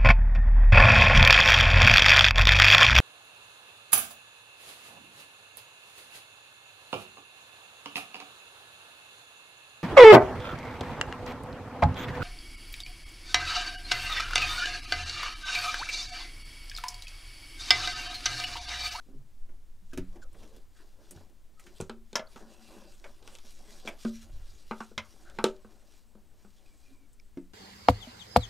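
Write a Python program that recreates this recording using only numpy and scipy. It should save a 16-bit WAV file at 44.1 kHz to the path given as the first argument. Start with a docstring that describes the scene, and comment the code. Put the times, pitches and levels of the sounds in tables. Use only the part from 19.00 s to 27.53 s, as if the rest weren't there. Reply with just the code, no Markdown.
"""Knocks, clacks, rustles and squeaks from hands at work in a car's engine bay; a cricket chirps outside.
A rubber hose is pulled and pinched; an empty plastic bottle is pushed down between the parts and knocks on them.
Blows ring decaying modes and noise bands; sleeves, drags and creaks are random slips through resonances.
Squeaks are sliding tones; the cricket, hiss and sway of the body-worn camera are filtered noise."""
import sys
import numpy as np
from scipy import signal
from scipy.fft import rfft, irfft, next_fast_len
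from scipy.io import wavfile
from scipy.ndimage import uniform_filter1d

SR = 44100
rng = np.random.default_rng(int(sys.argv[2]) if len(sys.argv) > 2 else 0)


def gain_from_db(level_db):
    """Convert decibel levels to linear amplitude factors (20 dB per decade)."""
    decades = np.asarray(level_db, float) / 20
    return 10 ** decades


def pcm_store(signal):
    """Save signal as 16-bit PCM."""
    levels = np.round(np.clip(np.atleast_2d(signal), -1, 1) * 32767)
    wavfile.write(sys.argv[1], SR, levels.astype(np.int16).T)


N = 376385
TIME = np.arange(N) / SR

# Hiss alike in both channels. Each row: frequency in Hz, relative density in dB per Hz.
HISS_SPECTRUM = [(100, -24), (200, 0.5), (500, -9.5), (1000, -14), (2000, -17.5), (4000, -19), (8000, -20),
                 (13000, -23.5), (16000, -23)]
# Very faint noise of opposite sign left and right. Each row: frequency in Hz, relative density in dB per Hz.
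SIDE_NOISE_SPECTRUM = [(35, -28.5), (60, -1.5), (179, -37), (1100, -38), (4420, -37.5), (15500, -39)]

# Cricket chirps. Each entry: start in seconds.
CHIRP_STARTS_S = [6.59, 6.75, 6.9, 7.05, 7.25, 7.43, 7.67, 7.75, 7.92, 8.08, 8.22, 8.38]
# Wing resonances. Each row: frequency in Hz, width in Hz, gain in dB.
WING_RESONANCES = [(7750, 130, 0), (8350, 200, -4)]

# Camera on the moving body. Each row: time in seconds, sway in dB.
CAMERA_SWAY = [(0.0, -43), (0.31, -46.5), (0.43, -35), (0.81, -48), (1.02, -34.5), (1.66, -49.5),
               (2.66, -53), (3.14, -46.5), (3.61, -61), (4.06, -45.5), (5.2, -51.5), (5.37, -36.5),
               (5.561, -53), (6.15, -57), (6.37, -44.5), (6.749, -57), (7.86, -57.5), (8.53, -53.5)]
# The man shifts his weight and jolts the mount. Each row: start in seconds, length in seconds, level in dB.
JOLTS = [(1.0, 0.056, -50.5), (1.3, 0.27, -65.5), (5.3, 0.096, -47.5)]

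# Decay of the engine bay and garage. Each row: frequency in Hz, t60 in seconds.
GARAGE_DECAY = [(200, 0.2), (1500, 0.2), (5000, 0.021), (12000, 0.017)]

# Knitted cloth. Each row: frequency in Hz, relative density in dB per Hz.
CLOTH_SPECTRUM = [(700, -23.5), (1200, -8.5), (2000, -6.5), (2700, -4.5), (3500, -3), (5500, -3),
                  (8000, -7.5), (11000, -13), (15500, -22)]
# A sleeve brushes past. Each row: start in seconds, length in seconds, level in dB.
BRUSHES = [(.04, 0.03, -78), (.9, 0.072, -71), (1.05, 0.089, -75.5), (1.37, 0.09, -65.5),
           (1.52, 0.061, -69), (1.78, 0.036, -67), (1.88, 0.044, -70.5), (2.04, 0.16, -67),
           (2.13, 0.035, -69), (2.63, 0.066, -66.5), (2.76, 0.029, -62), (3.09, .04, -76),
           (3.33, 0.074, -63), (3.5, 0.049, -64), (3.63, 0.19, -61), (3.9, 0.078, -63.5),
           (4.05, 0.13, -66.5), (4.275, 0.074, -59.5), (4.36, 0.019, -70), (4.46, 0.084, -59.5),
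           (4.6, 0.045, -63), (4.69, 0.11, -58), (4.9, 0.0043, -61), (5.02, 0.053, -54.5),
           (5.14, 0.081, -59), (5.33, 0.098, -67.5), (5.47, 0.16, -64), (5.68, 0.082, -64),
           (5.79, 0.08, -61.5), (6.05, 0.21, -65.5), (6.28, 0.013, -70.5), (6.35, 0.1, -67),
           (6.56, 0.31, -73), (6.92, 0.052, -66), (7.4, 0.2, -72), (7.66, 0.26, -72)]
# Hollow plastic under a drag. Each row: frequency in Hz, width in Hz of one of two passes, relative gain in dB.
RUBBED_RESONANCES = [(226, 150, -1), (327.7, 99, 1), (399, 90, -2.5), (521, 180, -3), (729, 100, -5.5),
                     (1030, 210, -9.5), (1480, 570, -14.5)]
# Fingers or hose drag over a hollow part. Each row: start in seconds, length in seconds, level in dB.
DRAGS = [(.09, 0.097, -73), (.5, 0.013, -69), (1.17, 0.0041, -56.5), (1.35, 0.05, -61), (1.43, 0.032, -57),
         (1.53, 0.024, -63), (1.81, 0.033, -65.5), (2.0, 0.13, -63.5), (2.13, 0.062, -58),
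         (2.49, 0.019, -73.5), (2.64, 0.18, -68), (3.38, 0.029, -51), (3.5, 0.12, -61.5),
         (3.71, 0.094, -53.5), (3.86, 0.034, -63), (4.045, 0.039, -61.5), (4.22, 0.11, -62),
         (4.45, 0.031, -64), (4.61, 0.15, -61), (4.78, 0.1, -73), (4.86, 0.034, -51.5), (5.25, 0.14, -64.5),
         (5.53, 0.08, -70.5), (5.66, 0.038, -69), (6.12, 0.09, -65.5), (6.24, 0.33, -62), (6.7, 0.094, -66),
         (6.85, 0.12, -71), (7.15, 0.062, -71), (7.32, 0.088, -70), (7.445, 0.024, -74), (7.61, 0.36, -73)]
# A drag or creak rings one resonance. Each row: start in seconds, length in seconds, frequency in Hz,
# width in Hz of one of two passes, level in dB before gating.
CREAKS = [(0.058, 0.13, 263, 140, -55.5), (0.096, 0.13, 376, 23, -66), (0.1, 0.19, 132.4, 46, -58.5),
          (0.922, .025, 1580, 160, -56), (1.213, 0.034, 4640, 5000, -64.5), (1.217, 0.029, 7000, 340, -68),
          (1.327, 0.29, 440, 150, -62.5), (1.743, 0.096, 1510, 520, -65.5), (2.563, 0.072, 1286, 54, -65),
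          (2.639, 0.11, 352, 57, -61.5), (2.89, 0.16, 364, 40, -63), (3.269, 0.0097, 4330, 420, -59),
          (3.37, 0.33, 226, 7.4, -63.5), (3.485, 0.47, 2700, 310, -72), (4.853, .024, 4370, 3800, -54),
          (4.876, 0.022, 8550, 7000, -57), (6.245, 0.087, 1460, 340, -59), (7.87, 0.086, 268.5, 17, -65.5),
          (7.988, 0.09, 277, 47, -67), (8.193, 0.011, 2340, 330, -66), (8.196, 0.0065, 5250, 1200, -66.5)]
# Thin squeaks of rubber that sag. Each row: start in seconds, length in seconds, first Hz, last Hz,
# median peak level in dB.
SQUEAKS = [(1.217, .026, 1650, 1300, -54), (1.238, .034, 1450, 1300, -63), (7.64, .14, 2450, 2300, -77),
           (7.8, .29, 2500, 2250, -76)]

# Heavier blows shake the whole car front. Each row: start in seconds, gain in dB.
THUDS = [(0.976, -40), (2.161, -49), (2.808, -45), (5.976, -48)]
# Lowest bodywork modes. Each row: frequency in Hz, gain in dB, t60 in seconds.
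CAR_FRONT_MODES = [(89, 2, 0.32), (132.5, 4.5, 0.096)]

# A nail or hard edge snaps over a rib. Each row: start in seconds, level in dB over the first 20 ms.
SNAPS = [(1.329, -70.5), (2.109, -51.5), (2.596, -62), (2.805, -55), (8.131, -69)]
# Treble band of a snap. Each row: frequency in Hz, width in Hz of one of two passes, gain in dB.
SNAP_BAND = [(8400, 4200, 0)]

# Blows: hand or hose on reservoir and bodywork; bottle shoulder clacking and skidding on a hose clamp;
# bottle's hard rim on sheet metal; bottle on engine parts.
# Each row: start in seconds, then wall, hollow (panel or air cavity), knock and crack levels in dB over 20 ms.
BAY_HITS = [(0.491, -72, -76, -66, -86), (0.821, -98, -61.5, -94, -98), (0.933, -56.5, -62, -46, -57.5),
            (0.975, -50, -42, -34, -50), (1.158, -68.5, -72, -54, -71), (1.345, -67, -64, -68, -88),
            (1.431, -65, -81, -78, -67.5), (1.563, -72, -68.5, -61, -68), (2.11, -67, -61, -58, -65.5),
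            (2.297, -95, -72, -65.5, -84), (2.596, -62.5, -89, -77, -67), (2.666, -60, -66.5, -61, -63),
            (8.372, -62, -52.5, -37.5, -69)]
CLAMP_HITS = [(4.042, -54.5, -86, -54, -53), (4.06, -58, -85, -54.5, -71), (4.8745, -44, -46, -44.5, -39),
              (4.884, -55, -57, -53, -46)]
METAL_HITS = [(3.155, -32.5, -45.5, -37, -35.5), (3.176, -55, -59.5, -61, -51.5),
              (3.194, -52.5, -48, -39.5, -46.5), (5.978, -39.5, -46.5, -46, -34.5)]
BOTTLE_HITS = [(2.802, -46, -41, -37.5, -56), (2.811, -101, -63, -52, -57.5), (2.822, -59, -40, -66, -65),
               (2.896, -45, -45, -43.5, -51.5), (3.13, -60, -52.5, -50.5, -55),
               (3.36, -52, -51.5, -55, -59.5), (4.226, -69, -82, -61, -67), (4.276, -57.5, -82, -61, -55),
               (4.352, -66, -75, -67, -55.5), (4.386, -65.5, -68, -86, -60),
               (4.851, -69, -50.5, -51.5, -63), (5.05, -46.5, -28, -38.5, -55),
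               (5.711, -36, -37.5, -40, -55.5), (5.805, -40, -43.5, -49, -57.5),
               (5.915, -66.5, -57, -54.5, -85), (6.299, -73, -66, -79, -63.5),
               (6.387, -35, -39, -40.5, -50), (6.441, -31.5, -32, -21.5, -31),
               (6.647, -60.5, -53, -55, -93), (7.152, -71.5, -55, -60.5, -86.5),
               (7.447, -64.5, -57, -62.5, -86)]

# Air in the bottle, choked while it rests on the reservoir or is gripped, lower and more damped as it sinks
# between the parts. Each row: time in seconds, frequency in Hz, t60 in seconds.
BOTTLE_AIR = [(2.83, 178, 0.028), (2.89, 226.7, 0.45), (3.1, 224, 0.055), (4.899, 228, 0.11),
              (5.04, 226, 0.36), (5.702, 222, 0.17), (6.4, 220.6, 0.15), (7.451, 203, 0.18)]
# Low modes. Each row: frequency in Hz, relative gain in dB, t60 in seconds.
BAY_PANEL_MODE = [(185, 0, 0.41)]
BAY_KNOCK = [(272, 0, .15), (350, -1, .13), (450, -10, .08), (603, -13, .08), (950, -17, .05)]
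METAL_KNOCK = [(410, -4, .08), (500, -3, .09), (560, -1, .1), (610, 0, .13), (670, 0, .11), (740, -2, .09)]
BOTTLE_KNOCK = [(387, -13, 0.2), (419, -4.5, 0.047), (469, 4, 0.03), (608, -21.5, 0.22)]

# Thin walls have too many modes to tell apart; they crowd in bands, listed for wall, crack and tick.
# Each row: frequency in Hz, width in Hz of one of two passes, relative gain in dB before the passes.
BAY_BANDS = [
    [(840, 280, 0.42), (1266, 2400, 1.78), (2180, 2940, 0.61)],
    [(2700, 1760, -2), (3900, 4140, -0.85), (5560, 3920, -3)],
    [(7240, 18000, 4), (11800, 1100, -3.4)],
]
CLAMP_BANDS = [
    [(790, 440, -1), (1730, 610, -1.3)],
    [(2260, 620, -0.5), (3540, 700, -3.5)],
    [(5800, 3400, 0)],
]
METAL_BANDS = [
    [(900, 400, -2), (1390, 500, 0), (1750, 400, -4)],
    [(2150, 600, 0), (3200, 700, 0), (3950, 700, -3)],
    [(5300, 1400, 0), (8000, 4000, -5), (11000, 5000, -8)],
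]
BOTTLE_BANDS = [
    [(784, 180, 5.5), (1456, 520, 8.5), (1100, 830, 3), (2080, 500, -2), (2750, 500, -0.5)],
    [(3280, 5400, 4), (3860, 2200, 8), (5500, 220, -5)],
    [(6760, 2800, -1), (10560, 3200, -21)],
]
# Modes that stand out of the crowd, listed for wall, crack and tick.
# Each row: frequency in Hz, gain in dB over the crowd, t60 in seconds.
BAY_CLEAR = [
    [(1317, -14, 0.033), (1640, -10.5, 0.034)],
    [],
    [],
]
CLAMP_CLEAR = [
    [],
    [(2225, -1, 0.057), (2380, 0, 0.032)],
    [],
]
METAL_CLEAR = [
    [(1000, -2, .07), (1389, 0, .06), (1700, -3, .07)],
    [(2060, 3, .04), (3200, 5, .025), (4100, -4, .03)],
    [(5320, 0, .03)],
]
BOTTLE_CLEAR = [
    [(810, 5.5, 0.06), (923, -1, 0.05), (1228, 0.5, 0.019), (1523, -1.5, 0.034)],
    [(2394, -5.5, 0.021), (3566, 0, 0.024), (4070, -1, 0.02)],
    [],
]
# Two-part decay of wall, crack and tick. Each row: first t60 in seconds, second t60 in seconds,
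# second part in dB over the first.
BAY_FADE = [(0.054, 0.51, -19), (0.076, 0.12, -10), (0.0078, 0.069, 4)]
CLAMP_FADE = [(.06, 0.19, -5), (0.024, 0.13, -9), (0.076, .1, -8)]
METAL_FADE = [(0.032, 0.28, -15), (0.051, 0.11, -8), (0.058, 0.13, -17.5)]
BOTTLE_FADE = [(0.09, 0.08, 1.5), (0.014, 0.14, -10), (0.0048, 0.17, -28.5)]
# The tick follows the crack and how hard the wall is hit. Entries: dB over crack, dB per dB of wall over crack.
BAY_TICK = (-1.5, -0.82)
CLAMP_TICK = (-12, .1)
METAL_TICK = (0, 1.83)
BOTTLE_TICK = (-6, -0.37)


def level(x, db):
    """Scale to an rms level."""
    return x * gain_from_db(db) / np.sqrt(np.mean(x ** 2))


def shaped(x, gain):
    """Filter by a gain that is a function of frequency."""
    size = next_fast_len(len(x))
    hz = np.maximum(np.arange(size // 2 + 1) * SR / size, 1)
    return irfft(rfft(x, size) * gain(hz), size)[:len(x)]


def points(table):
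    """Gain through (Hz, dB) points."""
    hz, db = np.transpose(table)
    return lambda f: gain_from_db(np.interp(np.log(f), np.log(hz), db, left=-90))


def resonances(table):
    """Gain of (Hz, width Hz, dB) resonances side by side, with alternating sign."""
    return lambda f: sum(gain_from_db(db) * 1j * f * w / (hz ** 2 - f ** 2 + 1j * f * w) * (-1) ** k
                         for k, (hz, w, db) in enumerate(table))


def gate(start_s, length_s, edge_s):
    """Gain that opens and closes smoothly."""
    inside_s = np.minimum(TIME - start_s, start_s + length_s - TIME)
    return np.clip(inside_s / edge_s, 0, 1) ** 2


def grains(per_s, spread_db):
    """Random slips of fibre or skin, most of them small, a few large."""
    happens = rng.random(N) < per_s / SR
    size = gain_from_db(spread_db * rng.exponential(size=N))
    return happens * size * rng.standard_normal(N)


def walk(rate_hz):
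    """Smoothed random wander of spread 1, at a given rate."""
    hold = int(SR / rate_hz)
    steps = np.repeat(rng.standard_normal(N // hold + 1), hold)
    return level(uniform_filter1d(steps, hold)[:N], 0)


def strokes(rows, rise_db_per_s, fall_db_per_s):
    """Gain of overlapping movements: each swells up to its start, holds for its length, then fades."""
    s, length_s, db = np.transpose(rows)[:, :, None]
    t = TIME[::64]
    db = db - rise_db_per_s * np.maximum(s - t, 0) - fall_db_per_s * np.maximum(t - s - length_s, 0)
    return np.interp(TIME, t, np.sqrt(np.sum(gain_from_db(db) ** 2, axis=0)))


def patchy(x, bands, patchy_db, rate_hz, order):
    """Contact wanders, so each band swells and fades on its own; a higher order is a steeper resonance."""
    out = 0
    for hz, width_hz, db in bands:
        gain = resonances([(hz, width_hz, 0)])
        band = shaped(x, lambda f: gain(f) ** order)
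        out = out + band * gain_from_db(db + patchy_db * walk(rate_hz))
    return level(out, 0)


def ring(modes, t, scatter_db, detune, push_s, rattle_db=0):
    """Decaying modes share each blow's force anew after a soft push; loose contact makes them stutter."""
    hz, db, t60_s = np.transpose(modes)[:, :, None]
    luck = rng.standard_normal((2, len(modes), 1))
    knots = t[::SR // 150]
    stutter = np.array([np.interp(t, knots, rng.standard_normal(len(knots))) for _ in modes])
    stutter = stutter * np.clip(t / .015, 0, 1)
    gain_db = db + scatter_db * luck[0] + rattle_db * stutter - 60 * t / t60_s
    rings = np.sin(2 * np.pi * hz * (1 + detune * luck[1]) * t) * gain_from_db(gain_db)
    return rings.sum(0) * (1 - np.exp(-t / push_s))


def crowd(band, fade, t):
    """Crowded modes of one band after a blow: noise with two decays added."""
    gain = resonances(band)
    first_t60_s, second_t60_s, second_db = fade
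    noise = level(shaped(rng.standard_normal(len(t)), lambda f: gain(f) ** 2), 0)
    decay = gain_from_db(-60 * t / first_t60_s) + gain_from_db(second_db - 60 * t / second_t60_s)
    return noise * decay * np.clip(t / 0.00033, 0, 1)


def add(out, s, part, db):
    """Lay a sound down at time s; dB is its level over the first 20 ms."""
    at = int(s * SR)
    out[at:at + len(part)] += gain_from_db(db) * part / np.std(part[:SR // 50])


def hiss():
    """Steady noise alike in both channels."""
    return level(shaped(rng.standard_normal(N), points(HISS_SPECTRUM)), -70)


def side_noise():
    """A very faint noise of opposite sign left and right, strongest near 60 Hz."""
    side = level(shaped(rng.standard_normal(N), points(SIDE_NOISE_SPECTRUM)), -85)
    return side * np.array([[1], [-1]])


def cricket():
    """Wing strokes ring two narrow bands, as noise gated into short chirps."""
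    chirp_s, edge_s, ungated_db = .085, .012, -81
    song = level(shaped(rng.standard_normal(N), resonances(WING_RESONANCES)), ungated_db)
    return song * sum(gate(s, chirp_s, edge_s) for s in CHIRP_STARTS_S)


def camera():
    """The mount sways several times a second and passes dull bumps, more as it sways more, to the microphone."""
    s, sway_db = np.transpose(CAMERA_SWAY)
    sway_db = np.interp(TIME, s, sway_db)
    sway = shaped(rng.standard_normal(N), points([(1, -33.5), (5, 36.5), (12, 36.5), (20, 30.5), (30, -68.0)]))
    bumps = shaped(rng.standard_normal(N),
                   points([(15, -23.5), (25, 4.5), (70, -6.5), (140, -16.0), (200, -57.5)]))
    bump_gain = gain_from_db(-49.5 + 0.25 * sway_db) + strokes(JOLTS, rise_db_per_s=133, fall_db_per_s=99)
    return level(sway, 0) * gain_from_db(sway_db) + level(bumps, 0) * bump_gain


def garage(x):
    """Engine bay and walls answer with a short diffuse tail that loses its treble first."""
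    t, tail = np.arange(SR // 2) / SR, 0
    hz_points, t60_points_s = np.transpose(GARAGE_DECAY)
    for hz in 125 * 2 ** np.arange(0, 7, .5):
        band = shaped(rng.standard_normal(len(t)), resonances([(hz, hz / 3, 0)]))
        t60_s = np.interp(np.log(hz), np.log(hz_points), t60_points_s)
        tail = tail + band * gain_from_db(-60 * t / t60_s)
    tail = tail * np.clip(t / 0.0012, 0, 1)
    tail = tail / np.sqrt(np.sum(tail ** 2))
    return gain_from_db(-15.5) * signal.fftconvolve(x, tail)[:N]


def hands():
    """Wool brushes in quick scratchy strokes; fingers and hose drag over hollow plastic and make it hum."""
    fibres = grains(per_s=11000, spread_db=2.3)
    skin = grains(per_s=1100, spread_db=1.8)
    weave = [(hz, hz / 8, 0) for hz in 1000 * 2 ** np.arange(0, 4, .25)]
    cloth = patchy(shaped(fibres, points(CLOTH_SPECTRUM)), weave, patchy_db=3.0, rate_hz=28, order=1)
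    cloth = cloth * gain_from_db(1.1 * walk(60))
    skin = shaped(skin, points([(100, -20), (200, 0), (1500, 0), (4000, -25)]))
    rub = patchy(skin, RUBBED_RESONANCES, patchy_db=2.4, rate_hz=30, order=2)
    brushed = cloth * strokes(BRUSHES, rise_db_per_s=223, fall_db_per_s=174)
    dragged = rub * strokes(DRAGS, rise_db_per_s=268, fall_db_per_s=134.5)
    return brushed + dragged


def creaks():
    """Quick stick and slip of rubber or skin: random slips through one resonance, twice."""
    slips, out = grains(per_s=9000, spread_db=2.2), 0
    for s, length_s, hz, width_hz, db in CREAKS:
        gain = resonances([(hz, width_hz, 0)])
        creak = level(shaped(slips, lambda f: gain(f) ** 2), db)
        out = out + creak * gate(s, length_s, min(length_s / 4, .03)) ** .5
    return out


def squeak():
    """Wavering tones slide down while the hose is eased; quick ones are rougher."""
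    out = 0
    for s, length_s, first_hz, last_hz, db in SQUEAKS:
        hz = np.interp(TIME, [s, s + length_s], [first_hz, last_hz])
        hz = hz * (1 + .012 / np.sqrt(length_s) * walk(350))
        tone = np.sin(2 * np.pi * np.cumsum(hz) / SR)
        out = out + gain_from_db(db + 4.0 * walk(150)) * tone * gate(s, length_s, length_s / 6)
    return out


def thuds():
    """A push into the lowest modes of the bodywork."""
    out, t = np.zeros(N + SR), np.arange(SR // 2) / SR
    for s, db in THUDS:
        at = int(s * SR)
        thud = ring(CAR_FRONT_MODES, t, scatter_db=0.23, detune=0.014, push_s=0.00058)
        out[at:at + len(t)] += gain_from_db(db) * thud
    return out[:N]


def snaps():
    """Only a high, short-lived band of the plastic answers."""
    out, t = np.zeros(N + SR), np.arange(SR // 2) / SR
    for s, db in SNAPS:
        add(out, s, crowd(SNAP_BAND, BAY_FADE[-1], t), db)
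    return out[:N]


def strike(hits, hollow, knock, bands, clear, fades, tick):
    """A blow rings the low modes and sets off the crowded bands, with any clear modes on top."""
    out, t = np.zeros(N + SR), np.arange(SR // 2) / SR
    over_crack_db, db_per_db = tick
    for s, wall_db, hollow_db, knock_db, crack_db in hits:
        tick_db = crack_db + over_crack_db + db_per_db * (wall_db - crack_db)
        add(out, s, ring(hollow(s), t, scatter_db=2.0, detune=.004, push_s=.003), hollow_db)
        add(out, s, ring(knock, t, scatter_db=2.0, detune=.02, push_s=.001, rattle_db=4.0), knock_db)
        for band, modes, fade, db in zip(bands, clear, fades, (wall_db, crack_db, tick_db)):
            part = crowd(band, fade, t)
            if modes:
                part = part + ring(modes, t, scatter_db=3.0, detune=.012, push_s=.0004, rattle_db=5.0)
            add(out, s, part, db)
    return out[:N]


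def bay_blows():
    """Hand or hose rings one hollow panel mode, low knocks and wall bands of reservoir and bodywork."""
    return strike(BAY_HITS, lambda s: BAY_PANEL_MODE, BAY_KNOCK, BAY_BANDS, BAY_CLEAR, BAY_FADE, BAY_TICK)


def cavity(s):
    """The one mode of the bottle's air at time s."""
    when_s, hz, t60_s = np.transpose(BOTTLE_AIR)
    return [(np.interp(s, when_s, hz), 0, np.interp(s, when_s, t60_s))]


def bottle_blows():
    """The bottle's air rings along with its own walls, sheet metal or a hose clamp."""
    parts = strike(BOTTLE_HITS, cavity, BOTTLE_KNOCK, BOTTLE_BANDS, BOTTLE_CLEAR, BOTTLE_FADE, BOTTLE_TICK)
    metal = strike(METAL_HITS, cavity, METAL_KNOCK, METAL_BANDS, METAL_CLEAR, METAL_FADE, METAL_TICK)
    clamp = strike(CLAMP_HITS, cavity, METAL_KNOCK, CLAMP_BANDS, CLAMP_CLEAR, CLAMP_FADE, CLAMP_TICK)
    return parts + metal + clamp


def scene():
    """All sounds reach both channels alike; a very faint added noise differs."""
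    knocks = bottle_blows() + bay_blows() + snaps()
    blows = knocks + garage(knocks) + thuds()
    handling = hands() + creaks() + squeak()
    background = cricket() + camera() + hiss()
    return blows + handling + background + side_noise()


def roll_off(x):
    """The treble ends steeply here."""
    return signal.sosfilt(signal.butter(12, 16380, fs=SR, output="sos"), x)


def record(dry):
    """The top is cut; the left converter sits slightly below zero."""
    top_hz, left_offset = 15500, -.002  # offset as a fraction of full scale
    low_pass = signal.ellip(8, .2, 70, top_hz, fs=SR, output="sos")
    mix = signal.sosfilt(low_pass, dry) + np.array([[left_offset], [0]])
    return roll_off(mix)


dry = scene()
out = record(dry)
pcm_store(out)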